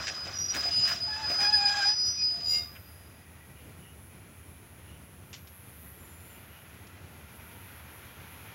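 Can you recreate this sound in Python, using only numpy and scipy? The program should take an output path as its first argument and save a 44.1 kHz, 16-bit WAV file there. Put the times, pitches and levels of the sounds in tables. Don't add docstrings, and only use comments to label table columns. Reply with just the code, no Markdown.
import sys
import numpy as np
from scipy import signal
from scipy.fft import rfft, irfft, next_fast_len
from scipy.io import wavfile

SR = 44100
rng = np.random.default_rng(int(sys.argv[2]) if len(sys.argv) > 2 else 0)


def file_out(sig):
    cols = np.atleast_2d(sig).T
    lim = np.clip(cols, -1, 1)
    pcm = np.round(lim * 32767).astype(np.int16)
    wavfile.write(sys.argv[1], SR, pcm)


N = 376613
TIME = np.arange(N) / SR

# time_s, level_db
SQUEAL = [(0, -43), (.22, -40), (.44, -43.5), (.5, -36.5), (.55, -41), (.6, -33), (.66, -31.5), (.72, -32),
          (.785, -25), (.81, -31), (.845, -23.5), (.89, -36), (.93, -30), (.96, -41), (1.04, -33),
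          (1.17, -38), (1.21, -47), (1.25, -34), (1.48, -26), (1.55, -21), (1.61, -30), (1.66, -23),
          (1.77, -35), (1.89, -24.5), (1.955, -35), (2, -29.5), (2.09, -30), (2.13, -40), (2.18, -38),
          (2.24, -27.5), (2.31, -31), (2.41, -42), (2.48, -36), (2.58, -39), (2.8, -67)]
SQUEAL_DIPS = [.135, .27, .303, .323, .39, .475, .523, .548, .627, .702, .948, .995, 1.51, 1.519, 1.642,
               1.748]
# start_s, hold_s, pitch_hz, level_db, roughness
BRIEF_NOTES = [(.41, .1, 5755, -34.5, .72), (.44, .06, 5688, -39.5, .7), (.37, .02, 5825, -42, .75),
               (.04, .07, 5670, -48, .8), (.68, .37, 686, -52, .5), (.75, .15, 2880, -48, 1),
               (.82, .02, 7080, -50, .5), (.85, .1, 5550, -47, .9), (1.44, .02, 5890, -42, .6),
               (1.56, .14, 4940, -41, .6), (1.64, .2, 7380, -54, .9), (1.905, .005, 5820, -40, .3),
               (1.98, .07, 5852, -41, .15), (2.095, .02, 5852, -34.5, .15), (2.08, .04, 5590, -44, .4),
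               (2.18, .03, 5675, -42, .4), (2.21, .01, 2490, -50, .6), (1.33, .03, 6100, -48, .4),
               (2.35, .27, 690, -56.5, .4), (2.45, .25, 1181, -61, .35), (2.48, .02, 4898, -33, .05),
               (6.03, .32, 7160, -67, .9)]
# pitch_hz, level_db, roughness, delay_s
STOP_NOTES = [(4898, -1, .08, .01), (2121, -19, .25, .03), (2778, -19, .35, .01), (3850, -26, .7, -.01),
              (3720, -26, .6, .06), (5686, -20, .5, 0), (7025, -19, .4, -.01), (7671, -28, .7, .01)]
# time_s, pitch_hz, base_db, octave_db
GROANS = [
    [(1.08, 867, -44.5, -62), (1.13, 847, -52.5, -40), (1.2, 882, -42, -57), (1.26, 856, -44, -41.5)],
    [(1.39, 820, -43.5, -51), (1.47, 823, -38.5, -33), (1.51, 845, -38, -49), (1.545, 848, -43, -31.5),
     (1.58, 816, -39, -51), (1.64, 815, -34.5, -40), (1.75, 820, -41, -37.5), (1.8, 804, -33.5, -38),
     (1.835, 790, -60, -30.5), (1.86, 821, -35, -44.5), (1.94, 872, -49, -49)],
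]
# pitch_multiple, level_db
GROAN_OVERTONES = [(3, -5.5), (4, -12), (5, -14.5)]
# time_s, body_db, edge_db
GRIND = [(0.0, -33, -48), (0.02, -44.5, -40.5), (0.24, -49, -49.5), (0.26, -49, -44.5), (0.48, -56.5, -50),
         (0.57, -40.5, -41), (0.79, -53.5, -41.5), (0.92, -35.5, -37), (0.98, -53.5, -42),
         (1.02, -53, -48.5), (1.45, -40, -41.5), (1.54, -48.5, -42), (1.84, -41.5, -36), (1.98, -56, -52),
         (2.48, -63, -50.5), (2.55, -61, -44.5), (2.72, -64.5, -66)]
# pitch_hz, level_db
GRIND_BODY = [(120, -36.5), (260, -6.5), (500, -10.5), (700, 1.5), (950, -5.5), (1350, 5.5), (2200, -4.5),
              (3000, -6.5), (4500, -29.5)]
GRIND_EDGE = [(1200, -26), (2000, 3), (2800, 4), (4200, 2), (5200, 1), (6500, -1), (7400, -6), (8400, -19),
              (11000, -24), (13500, -35), (15300, -19), (17000, -25)]
# start_s, rasp_db, rattle_db, sizzle_db
GRABS = [(0.068, -35.5, -48, -80), (.255, -50, -46.5, -71), (0.541, -37.5, -44, -43.5),
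         (.645, -51, -44, -54), (0.873, -37.5, -57, -43.5), (1.291, -44, -44.5, -48.5),
         (1.403, -39.5, -43.5, -49)]
# pitch_hz, level_db
RASP_COLOUR = [(200, -27), (700, -10), (1700, 19.5), (3000, 10.5), (6500, 8), (8500, -5.5), (12000, -51)]
RATTLE_COLOUR = [(150, -21.5), (300, 7), (500, -0.5), (700, 6.5), (1000, -9), (1400, -14), (2500, -1.5),
                 (8000, -43)]
SIZZLE_COLOUR = [(6000, -10), (8700, 4), (13300, -9), (15300, 8)]
# time_s, level_db
CRICKET = [(2.58, -67), (2.88, -65.5), (3.12, -72.5), (3.35, -70), (5.2, -71), (5.77, -64), (6.35, -66),
           (7.05, -72.5), (7.4, -66), (8.54, -66)]
# time_s, pitch_hz
WING_PITCH = [(2.55, 14500), (2.7, 12900), (2.87, 12700), (2.91, 11200), (4.2, 10850), (5.1, 11000),
              (5.5, 11400), (7, 11130), (7.5, 11350)]
# time_s, ground_ms, coach_ms
CRICKET_ECHOES = [(2.8, .2, .76), (3.9, .19, .92), (5.15, .195, .93), (5.55, .265, .97), (6, .36, 1.15),
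                  (6.65, .44, .9), (7.05, .46, .87), (7.55, .428, .817)]
# start_s, level_db, hold_s, ring_s
TICKS = [(5.329, -44.5, .012, .16), (5.471, -52.5, .004, .08), (6.868, -52.5, .003, .05)]
KNOCK = [(2.75, -50, .018, .07)]
# pitch_hz, level_db
TICK_COLOUR = [(500, -18), (1200, -6), (2600, 0), (4500, 0), (7000, -3), (8300, -17), (13000, -28)]
KNOCK_COLOUR = [(900, -16), (1600, 0), (2800, -2), (4500, -26)]
# peak_s, level_db
SQUEAKS = [(3.62, -64), (3.86, -61), (4.92, -62), (6.34, -66), (6.55, -61.5)]
# time_s, level_db
RUMBLE = [(0, -53.5), (.55, -51), (2.2, -55), (2.55, -52), (2.8, -56.5), (4.5, -55.5), (7, -55.5),
          (8.54, -55)]
FANS = [(2.85, -65), (5.3, -65), (6.4, -61.5), (7.05, -61), (8, -57.5), (8.54, -56.5)]
# pitch_hz, width_hz, level_db
FAN_NOTES = [(918, 50, -12), (1400, 80, -11), (1935, 40, -8.5), (2380, 150, -9.5)]
# pitch_hz, level_db
RUMBLE_COLOUR = [(20, -31), (52, -12.5), (65, -2.5), (88, 6), (120, -1), (170, -3), (260, -8.5),
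                 (700, -17.5), (1500, -26), (5000, -36)]
FAN_COLOUR = [(200, -14), (500, -2), (1100, 0), (1600, 1), (2450, 0), (3300, -4.5), (4400, -12),
              (5700, -14), (6900, -14), (7900, -35), (11000, -45)]
HISS_COLOUR = [(3500, -9), (5500, -5), (6900, -1), (8000, -17), (9500, -8), (12000, -9), (13600, -16),
               (15000, 1), (16000, -2)]

SQUEAL_HZ = 4979


def front_wheel(sharp_hz=12, settle_s=.6, waver_hz=3, hard_grind_db=-50, dip_s=.007, dip_db=19):
    (level_db,), (_, edge_db) = curves(SQUEAL), curves(GRIND)
    phase = phase_of(SQUEAL_HZ + sharp_hz * np.exp(-TIME / settle_s) + waver_hz * drift(22))
    rough = .15 * np.minimum(from_db(edge_db - hard_grind_db), 1)
    dips = sum(np.exp(-((TIME - time_s) / dip_s) ** 2) for time_s in SQUEAL_DIPS)
    gain = from_db(level_db + 2 - dip_db * dips) * during(SQUEAL, fade_s=.065)
    return gain * tone(phase, rough, width_hz=40) + overtones(phase, gain, second_db=-31, third_db=-39)


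def other_wheels_and_trill(stop_s=2.53, stop_hold_s=.03, stop_db=-27.5):
    brief = sum(ringing_note(*row) for row in BRIEF_NOTES)
    last_grip = sum(ringing_note(stop_s + delay_s, stop_hold_s, hz, stop_db + db, rough)
                    for hz, db, rough, delay_s in STOP_NOTES)
    return brief + last_grip


def ringing_note(start_s, hold_s, pitch_hz, level_db, rough, swell_s=.096, swell_db=38, ring_s=.27):
    rise = np.maximum(start_s - TIME, 0) / swell_s
    fall = np.maximum(TIME - start_s - hold_s, 0) / ring_s
    gain = from_db(np.maximum(level_db - swell_db * rise ** 2 - 60 * fall, -200))
    phase = 2 * np.pi * pitch_hz * TIME
    note = gain * tone(phase, rough, width_hz=6 + 85 * rough ** 2)
    if level_db > -38 and 3 * pitch_hz < SR / 2:
        note += overtones(phase, gain, second_db=-27.5, third_db=-27)
    return note


def overtones(phase, gain, second_db, third_db):
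    second = from_db(second_db) * tone(2 * phase, rough=.58, width_hz=23)
    third = from_db(third_db) * tone(3 * phase, rough=.5, width_hz=11)
    return gain * (second + third)


def groan(spell, jitter=.0105, rough=.23):
    pitch_hz, base_db, octave_db = curves(spell)
    phase = phase_of(pitch_hz * (1 + jitter * drift(110)))
    base = from_db(base_db + .5) * tone(phase, rough, width_hz=45)
    octave = from_db(octave_db + 1.5) * tone(2 * phase, 1.5 * rough, width_hz=45)
    upper = sum(from_db(db + 2 * drift(12)) * tone(multiple * phase, .14 * multiple, 14 * multiple)
                for multiple, db in GROAN_OVERTONES)
    return (base + octave + from_db((base_db + octave_db) / 2) * upper) * during(spell, fade_s=.0077)


def grinding(grit_db=2):
    body_db, edge_db = curves(GRIND)
    spot = np.pi * drift(4.5)

    def rub(level_db, colour, band_hz, ripple_db, grit_hz):
        first, second = (noise(colour, band_hz, ripple_db) for _ in range(2))
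        blend = np.cos(spot) * first + np.sin(spot) * second
        return from_db(level_db + grit_db * drift(grit_hz)) * blend

    body = rub(body_db - 4, GRIND_BODY, band_hz=(950, 1500), ripple_db=4, grit_hz=33)
    edge = rub(edge_db - 8.5, GRIND_EDGE, band_hz=(3100, 4500), ripple_db=5.5, grit_hz=97)
    return (body + edge) * during(GRIND, fade_s=.6)


def grabs(rasp_hold_s=.025, rasp_ring_s=.056, hold_s=.032, ring_s=.25):
    rasps = [(start_s, db, rasp_hold_s, rasp_ring_s) for start_s, db, _, _ in GRABS]
    rattles = [(start_s, db, hold_s, ring_s) for start_s, _, db, _ in GRABS]
    sizzles = [(start_s, db, hold_s, ring_s) for start_s, _, _, db in GRABS]
    return (bursts(rasps, RASP_COLOUR, grit_db=3)
            + bursts(rattles, RATTLE_COLOUR, grit_db=2.5, attack_s=.01)
            + bursts(sizzles, SIZZLE_COLOUR, grit_db=2))


def far_echo(start_s=2.82, level_db=-63.5, ring_s=1.95):
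    age_s = np.maximum(TIME - start_s, 0)
    gain = from_db(level_db - 60 * age_s / ring_s) * np.minimum(age_s / .04, 1)
    pitches_hz = (STOP_NOTES[0][0], SQUEAL_HZ)
    return gain * sum(tone(2 * np.pi * hz * TIME, rough=.95, width_hz=14) for hz in pitches_hz)


def cricket(strokes_per_s=188.5, fall_hz_per_s=2900000, wing_width_hz=680, lowest_hz=8600):
    (level_db,), (wing_hz,) = curves(CRICKET), curves(WING_PITCH)
    ground_ms, coach_ms = curves(CRICKET_ECHOES)
    stroke_hz = strokes_per_s * (1 + .0015 * drift(2) + .0035 * drift(60))
    from_middle_s = (phase_of(stroke_hz) / (2 * np.pi) % 1 - .5) / stroke_hz
    offset_hz = -fall_hz_per_s * from_middle_s
    gain = np.exp(-.5 * (offset_hz / wing_width_hz) ** 2) + .36 * (offset_hz + wing_hz > lowest_hz)
    chirps = unit_level(gain * np.cos(2 * np.pi * from_middle_s * (wing_hz + offset_hz / 2)))
    buzz = chirps + .36 * tone(phase_of(wing_hz), rough=1, width_hz=1200)
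    buzz = buzz + .3 * sum(delayed(buzz, ms) for ms in rng.uniform(1, 5, size=5))
    buzz = buzz + .45 * delayed(buzz, ground_ms) + .4 * delayed(buzz, coach_ms)
    buzz = signal.sosfilt(signal.butter(6, lowest_hz, "high", fs=SR, output="sos"), buzz)
    return from_db(level_db + 10 + drift(6.7)) * during(CRICKET, fade_s=.04) * unit_level(buzz)


def settling():
    return bursts(TICKS, TICK_COLOUR, grit_db=1.8) + bursts(KNOCK, KNOCK_COLOUR, grit_db=1.8)


def squeaks(pitch_hz=2880, swell_s=.07):
    gain = sum(from_db(db) * np.exp(-((TIME - peak_s) / swell_s) ** 2) for peak_s, db in SQUEAKS)
    return gain * tone(2 * np.pi * pitch_hz * TIME, rough=1, width_hz=120)


def generator_and_fans(hum_hz=74.2, hum_db=-61.5, throb_hz=2.1):
    (rumble_db,), (fan_db,) = curves(RUMBLE), curves(FANS)
    rumble = from_db(rumble_db) * noise(RUMBLE_COLOUR, band_hz=(100, 400))
    rush = from_db(fan_db + 3.5) * noise(FAN_COLOUR, band_hz=(600, 4000), ripple_db=1)
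    throb = 1 + .72 * np.cos(2 * np.pi * throb_hz * (TIME - 4.95))
    hum = from_db(hum_db) * throb * tone(2 * np.pi * hum_hz * TIME, rough=.5, width_hz=3.5)
    return rumble * from_db(1.73 * drift(10)) + rush * from_db(.7 * drift(16)) + hum


def fan_ring():
    fan_db, = curves(FANS)
    ring = np.zeros(N)
    for pitch_hz, width_hz, level_db in FAN_NOTES:
        gain = from_db(fan_db + level_db + 3 * drift(1.2))
        phase = phase_of(pitch_hz * (1 + .008 * drift(2)))
        ring += gain * tone(phase, rough=1, width_hz=width_hz)
    return ring


def hiss(level_db=-66):
    return from_db(level_db) * noise(HISS_COLOUR)


def bursts(rows, colour, grit_db, attack_s=.002):
    gain = np.zeros(N)
    for start_s, level_db, hold_s, ring_s in rows:
        rise = np.clip((TIME - start_s) / attack_s, 0, 1)
        fall_db = np.minimum(60 * np.maximum(TIME - start_s - hold_s, 0) / ring_s, 200)
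        gain += rise * from_db(level_db - fall_db)
    return gain * noise(colour, ripple_db=3) * from_db(grit_db * drift(210))


def tone(phase, rough, width_hz):
    rough = np.clip(rough, 0, 1)
    steady = np.sqrt(2 * (1 - rough ** 2))
    return (steady + rough * drift(width_hz)) * np.cos(phase) + rough * drift(width_hz) * np.sin(phase)


def noise(colour, band_hz=None, ripple_db=0):
    size = next_fast_len(N)
    hz = np.fft.rfftfreq(size, 1 / SR)
    points_hz, points_db = np.transpose(colour)
    shape_db = np.interp(np.log(hz + 1), np.log(points_hz), points_db)
    grid_hz = np.arange(0, SR / 2, 45)
    bumps_db = ripple_db * np.interp(hz, grid_hz, rng.standard_normal(len(grid_hz)) * (grid_hz > 500))
    spectrum = rfft(rng.standard_normal(size)) * from_db(shape_db + bumps_db)
    spectrum *= hz ** 2 / (hz ** 2 + (points_hz[0] / 2) ** 2)
    inside = (hz > band_hz[0]) & (hz < band_hz[1]) if band_hz else 1
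    return irfft(spectrum, size)[:N] / np.std(irfft(spectrum * inside, size))


def drift(rate_hz):
    step, warm_up = 20, 2000
    memory = np.exp(-2 * np.pi * rate_hz * step / SR)
    kicks = rng.standard_normal(N // step + warm_up + 2)
    slow = signal.lfilter([1], [1, -2 * memory, memory * memory], kicks)[warm_up:]
    return np.interp(np.arange(N) / step, np.arange(len(slow)), unit_level(slow))


def curves(rows):
    times_s, *columns = np.transpose(rows)
    return [np.interp(TIME, times_s, column) for column in columns]


def during(rows, fade_s):
    start_s, end_s = rows[0][0], rows[-1][0]
    return np.interp(TIME, [start_s - fade_s, start_s, end_s, end_s + fade_s], [0, 1, 1, 0])


def delayed(sound, delay_ms):
    return np.interp(TIME - delay_ms / 1000, TIME, sound)


def phase_of(pitch_hz):
    return 2 * np.pi * np.cumsum(pitch_hz) / SR


def from_db(db):
    return 10 ** (np.asarray(db) / 20)


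def unit_level(sound):
    return sound / np.sqrt(np.mean(np.abs(sound) ** 2) + 1e-20)


def scene():
    ringing = front_wheel() + other_wheels_and_trill() + far_echo()
    brakes = sum(groan(spell) for spell in GROANS) + grinding() + grabs()
    coaches = settling() + generator_and_fans() + fan_ring() + squeaks()
    return (ringing + brakes + coaches + cricket() + hiss())[None]


def record(dry):
    cutoff_hz = 15850
    return signal.sosfilt(signal.ellip(12, .2, 80, cutoff_hz, fs=SR, output="sos"), dry)


dry = scene()
out = record(dry)
file_out(out)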